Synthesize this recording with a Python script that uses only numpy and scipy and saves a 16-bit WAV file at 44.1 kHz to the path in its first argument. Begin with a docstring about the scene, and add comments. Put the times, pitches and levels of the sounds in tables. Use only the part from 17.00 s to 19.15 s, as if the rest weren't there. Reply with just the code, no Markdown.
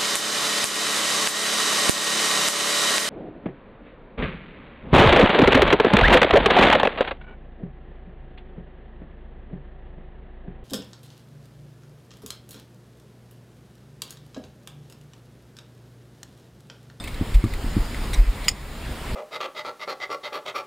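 """Climbing gear at the foot of a rock face, over steady outdoor hiss and low rumble.
Handled hardware clinks once, then ticks faintly; from 0.2 s a body-worn camera is knocked and sways.
At 1.14 s metal scrapes briefly on metal. At 1.48 s a carabiner gate snaps shut: it cracks, rattles
and rings the frame, with faint echoes from ground and rock.
Gain control ducks the hiss after each loud moment."""
import sys
import numpy as np
from scipy import signal
from scipy.fft import rfft, irfft
from scipy.io import wavfile
from scipy.ndimage import uniform_filter1d

SR = 44100
rng = np.random.default_rng(int(sys.argv[2]) if len(sys.argv) > 2 else 0)


def bounce(signal):
    """Save signal as a 16-bit WAV file at the path given by the first command-line argument."""
    frames = np.transpose(np.atleast_2d(signal))
    limited = np.clip(frames, -1, 1)
    pcm = np.round(limited * 32767).astype(np.int16)
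    wavfile.write(sys.argv[1], SR, pcm)


N = 94815
BINS_HZ = np.fft.rfftfreq(N, 1 / SR)


def amp(db):
    """Decibels to gain."""
    return 10 ** (np.asarray(db) / 20)


def unit_rms(x):
    """Scales to rms 1."""
    return x / np.sqrt(np.mean(x ** 2) + 1e-20)


def at_hz(table, hz):
    """Interpolates a table over log frequency."""
    table_hz, value = np.transpose(table)
    return np.interp(np.log(hz + 1), np.log(table_hz + 1), value)


def since(start_s):
    """Seconds since the start, zero before."""
    return np.maximum(np.arange(N) / SR - start_s, 0)


def noise(spectrum):
    """Shaped noise, rms 1."""
    return unit_rms(irfft(rfft(rng.standard_normal(N)) * amp(at_hz(spectrum, BINS_HZ)), N))


def decay(t, t60_s):
    """Exponential decay."""
    return np.exp(-np.log(1000) * t / t60_s)


def strike(t, rise_s, t60_s):
    """Quick rise, exponential decay."""
    return (1 - np.exp(-t / rise_s)) * decay(t, t60_s)


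def ring(start_s, modes, pitch_ratio=1):
    """Struck modes as damped sines."""
    t = since(start_s)
    return sum(amp(db) * strike(t, rise_s, t60_s) * np.sin(2 * np.pi * hz * pitch_ratio * t)
               for hz, db, t60_s, rise_s in modes)


def delayed(x, delay_s):
    """Delay, cut to N samples."""
    return np.concatenate([np.zeros(round(delay_s * SR)), x, np.zeros(N)])[:N]


def click(spectrum, size=2048):
    """Minimum-phase click, peak 1."""
    log_gain = np.log(amp(at_hz(spectrum, abs(np.fft.fftfreq(size, 1 / SR)))))
    pulse = np.fft.ifft(np.exp(np.conj(signal.hilbert(log_gain)))).real
    return pulse / abs(pulse).max()


def lowpass(x, hz, order):
    """Causal low-pass."""
    return signal.sosfilt(signal.butter(order, hz, fs=SR, output="sos"), x)


# gate contacts (time [s], level [dB])
GATE_CONTACTS = [(1.4808, -28), (1.4826, 0), (1.4902, -17), (1.4925, -12)]
# contact crack (frequency [Hz], level [dB])
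CRACK_SPECTRUM = [(300, -42), (1100, -10), (1700, -13), (2400, 1), (3200, -2), (4300, -19), (6000, -34),
                  (9300, -10.5), (11500, -39), (13000, -30), (14700, -9), (16500, -33)]
# gate rattle (frequency [Hz], relative density [dB])
RATTLE_SPECTRUM = [(400, -19), (1100, -5), (1650, -6), (2400, 0), (3100, -1), (4100, -2), (5400, 2),
                   (6050, -17), (6700, 1.5), (9700, -5), (11000, -28), (13000, -32), (14300, -5),
                   (15000, -10), (15600, -23)]
# carabiner frame (frequency [Hz], level [dB], t60 [s], rise [s])
FRAME_MODES = [(1210, -21.5, 0.059, 0.00033), (1964, -24.5, .08, 0.00025), (2033, -14.5, 0.085, 0.00024),
               (2440, -22, 0.096, .0003), (2873, -17, 0.059, .0003), (3230, -26, .08, .0003),
               (4860, -20, .07, 0.00087), (4997, -1, 0.05, 0.0015), (5130, -17.5, .14, .002),
               (5640, -19, .05, .001), (6560, -19, 0.081, .001), (6849, -18, 0.1, .002),
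               (7030, 0.5, 0.043, 0.0039), (9440, -26, .05, .0003)]


def gate_snap(snap_s=1.4829, seated_s=1.4925):
    """Each contact cracks; the main one rings the frame and rattles the gate. Seating damps the ring."""
    crack = amp(-0.5) * click(CRACK_SPECTRUM)
    cracks = sum(amp(db) * delayed(crack, time_s) for time_s, db in GATE_CONTACTS)
    rattle_db, side_db, hold_s = -16.5, -19, 0.0094
    grit = noise(RATTLE_SPECTRUM) + amp(side_db) * np.outer([1, -1], noise(RATTLE_SPECTRUM))
    rattle = (since(snap_s) > 0) * decay(since(snap_s + hold_s), t60_s=0.042) * grit
    damping_db, seating_s = -8.5, 0.0018
    damping = amp(damping_db * np.minimum(since(seated_s) / seating_s, 1))
    return cracks + damping * ring(snap_s, FRAME_MODES) + amp(rattle_db) * rattle


# gear touches (time [s], noise level [dB], rise [s], t60 [s], ping frequency [Hz], ping level [dB])
GEAR_TOUCHES = [(0.039, -32.5, .001, 0.065, 2610, -33), (.073, -28, 0.0035, .06, 2220, -35),
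                (0.1416, -35, 0.0018, 0.037, 3900, -32.5), (.341, -29, 0.0033, 0.08, 2660, -34),
                (0.4402, -29, 0.00078, 0.038, 1180, -23), (0.5366, -27.5, 0.00055, .032, 2006, -33),
                (0.9455, -31, .0005, 0.019, 2030, -24), (1.1327, -27.5, .0004, .1, 3920, -33),
                (1.441, -30, 0.0038, 0.074, 3980, -34)]
# touch noise (frequency [Hz], relative density [dB])
TOUCH_SPECTRUM = [(600, -9), (1400, -13.5), (2150, 3.5), (2900, -8.5), (3700, -1), (5000, -12), (6000, -18),
                  (7000, -13), (8300, -9.5), (9700, -10), (11500, -28), (13000, -25), (14500, -10),
                  (16000, -30)]


def gear_ticks():
    """Each light touch of hardware gives a noise burst and rings one note."""
    grit = noise(TOUCH_SPECTRUM)
    ticks = np.zeros(N)
    for time_s, grit_db, rise_s, t60_s, ping_hz, ping_db in GEAR_TOUCHES:
        t = since(time_s)
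        ping = amp(ping_db) * np.sin(2 * np.pi * ping_hz * t)
        ticks += strike(t, rise_s, t60_s) * (amp(grit_db) * grit + ping)
    return ticks


# one slide (time [s], length [s], level [dB])
SCRAPE_STROKE = (1.136, 0.017, -33.5)
# sliding metal (frequency [Hz], width [Hz], relative level [dB])
SCRAPE_RESONANCES = [(3880, 700, -1), (5650, 270, 2), (6390, 300, 0), (8050, 600, -5)]


def gear_scrape():
    """Metal slides on metal: friction noise through its resonances."""
    start_s, length_s, level_db = SCRAPE_STROKE
    response = sum(amp(db) / (1 + 2j * (BINS_HZ - hz) / width_hz) ** 2
                   for hz, width_hz, db in SCRAPE_RESONANCES)
    friction = unit_rms(irfft(rfft(rng.standard_normal(N)) * response, N))
    stroke = np.sin(np.pi * np.minimum(since(start_s) / length_s, 1))
    return amp(level_db) * stroke * friction


# clinking hardware (frequency [Hz], level [dB], t60 [s], rise [s])
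CLINK_MODES = [(3590, -34, 0.086, .0005), (5030, -38, 0.049, .0005), (8414, -41, 0.15, .0005)]


def gear_clink():
    """Hardware rings faintly at the start."""
    return ring(0, CLINK_MODES)


# reflections (delay [s], level [dB])
ROCK_REFLECTIONS = [(.0135, -26), (.0275, -24)]


def rock_echoes(stereo):
    """Ground and rock face each return a faint near echo."""
    return np.array([sum(amp(db) * delayed(channel, delay_s) for delay_s, db in ROCK_REFLECTIONS)
                     for channel in stereo])


# knocks on the camera (time [s], level [dB], pitch [ratio])
HOUSING_KNOCKS = [(0.2096, -10.5, 0.89), (0.2212, -23, 0.79), (0.4379, -5, 0.99), (0.4561, -15.5, 1.01),
                  (.641, -19.5, 0.79), (.662, -26, .8), (0.765, -7, 0.96)]
# camera housing (base frequency [Hz], relative level [dB], t60 [s], rise [s])
HOUSING_MODES = [(107.2, -0.5, 0.061, 0.0013), (202.4, 3, .028, 0.0012), (285, -4, 0.051, 0.0025)]
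KNOCK_CUTOFF_HZ = 384


def camera_knocks():
    """Each knock rings the housing with a dull puff of noise."""
    dull_noise = amp(-14.5) * unit_rms(lowpass(rng.standard_normal(N), KNOCK_CUTOFF_HZ, order=4))
    knocks = np.zeros(N)
    for time_s, db, pitch_ratio in HOUSING_KNOCKS:
        puff = dull_noise * strike(since(time_s), rise_s=0.0015, t60_s=0.089)
        knocks += amp(db) * (puff - ring(time_s, HOUSING_MODES, pitch_ratio))
    return lowpass(knocks, KNOCK_CUTOFF_HZ, order=6)


# mount motion (peak time [s], level [dB], frequency [Hz], rise [s], fall [s])
MOUNT_SWAYS = [(.364, -2, 41.4, 0.016, 0.029), (.549, -20.5, 25.6, .01, .05), (.685, -19, 27.6, .03, .03),
               (0.808, -16, 39.8, 0.027, 0.013), (1.205, -2, 38, 0.023, 0.028),
               (1.294, -9, 40.8, 0.022, .012)]


def mount_sway():
    """The camera mount swings for a cycle or two at a time."""
    sways = np.zeros(N)
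    for peak_s, db, hz, rise_s, fall_s in MOUNT_SWAYS:
        t = since(0) - peak_s
        swell = np.exp(-(t / np.where(t < 0, rise_s, fall_s)) ** 2)
        sways += amp(db) * swell * np.cos(2 * np.pi * hz * t)
    return sways


# outdoor air (frequency [Hz], relative density [dB])
AIR_SPECTRUM = [(12, -45), (20, 2), (44, 1.5), (65, -3.5), (91, -8), (134, -10), (154, -13), (187, -12.5),
                (285, -15.5), (319, -18), (513, -20), (825, -23), (897, -22), (1480, -26), (2080, -24.5),
                (2390, -27.5), (5080, -33.5), (6010, -46.5), (6910, -36), (9950, -39.5), (12100, -46.5),
                (14300, -41), (16000, -48)]
# overall drift (time [s], level [dB])
AIR_DRIFT = [(0, -3.5), (.15, -2.5), (.3, -1), (.6, .4), (.9, 1.2), (1.05, 2), (1.4, 1.3), (1.7, 1.5),
             (2.15, 1.3)]
# added drift of the rumble (time [s], level [dB])
RUMBLE_DRIFT = [(0, -2.5), (.3, 1.5), (.6, 2), (.9, -.5), (1.15, 1.5), (1.45, -1), (1.75, -1), (2.15, 1)]
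# left-right likeness (frequency [Hz], coherence [0-1])
AIR_COHERENCE = [(100, 1), (300, 0.99), (700, 0.97), (3000, 0.87), (8000, 0.78), (10500, 1)]


def outdoor_air(air_db=-29.5, patch_db=1.5, rumble_corner_hz=180):
    """Hiss and rumble, nearly alike in both ears, with faint drifting patches."""
    sources = np.array([noise(AIR_SPECTRUM), noise(AIR_SPECTRUM)])
    hz, t, spectra = signal.stft(sources, SR, nperseg=1024, noverlap=768)
    coherence = at_hz(AIR_COHERENCE, hz)[:, None]
    mid = spectra[0] * np.sqrt((1 + coherence) / 2)
    side = spectra[1] * np.sqrt((1 - coherence) / 2)
    patches = uniform_filter1d(rng.standard_normal(mid.shape), size=14, axis=0)
    patches = unit_rms(uniform_filter1d(patches, size=12, axis=1))
    drift_db = np.interp(t, *np.transpose(AIR_DRIFT))
    low_shelf = 1 / (1 + (hz / rumble_corner_hz) ** 2)
    rumble_db = np.outer(low_shelf, np.interp(t, *np.transpose(RUMBLE_DRIFT)))
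    gain = amp(air_db + drift_db + rumble_db + patch_db * patches)
    return signal.istft(gain * np.array([mid + side, mid - side]), nperseg=1024, noverlap=768)[1][:, :N]


def scene():
    """Hardware and its echoes, camera handling, open air."""
    hardware = gate_snap() + gear_ticks() + gear_scrape() + gear_clink()
    return hardware + rock_echoes(hardware) + camera_knocks() + mount_sway() + outdoor_air()


def gain_control(stereo, threshold_db=-6, attack_s=0.0013, release_db_per_s=15):
    """Peaks pull the gain down fast; it recovers slowly."""
    over_db = np.maximum(20 * np.log10(abs(stereo).max(0) + 1e-9) - threshold_db, 0)
    release_db = since(0) * release_db_per_s
    held_db = np.maximum.accumulate(over_db + release_db) - release_db
    pole = np.exp(-1 / (attack_s * SR))
    return stereo / amp(signal.lfilter([1 - pole], [1, -pole], held_db))


def record(dry):
    """Gain control, soft clip, a faint high zing riding on the low bumps, band limit."""
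    ceiling, zing_hz, zing_db, cutoff_hz = 0.65, 12030, -41, 15800
    ducked = gain_control(dry)
    clipped = ducked / (1 + (ducked / ceiling) ** 8) ** (1 / 8)
    bumps = lowpass(clipped, KNOCK_CUTOFF_HZ, order=2)
    zing = amp(zing_db) * bumps * np.cos(2 * np.pi * zing_hz * since(0))
    band_limit = signal.firwin(255, cutoff_hz, window=("kaiser", 9), fs=SR)
    return signal.oaconvolve(clipped + zing, band_limit[None], "same")


dry = scene()
out = record(dry)
bounce(out)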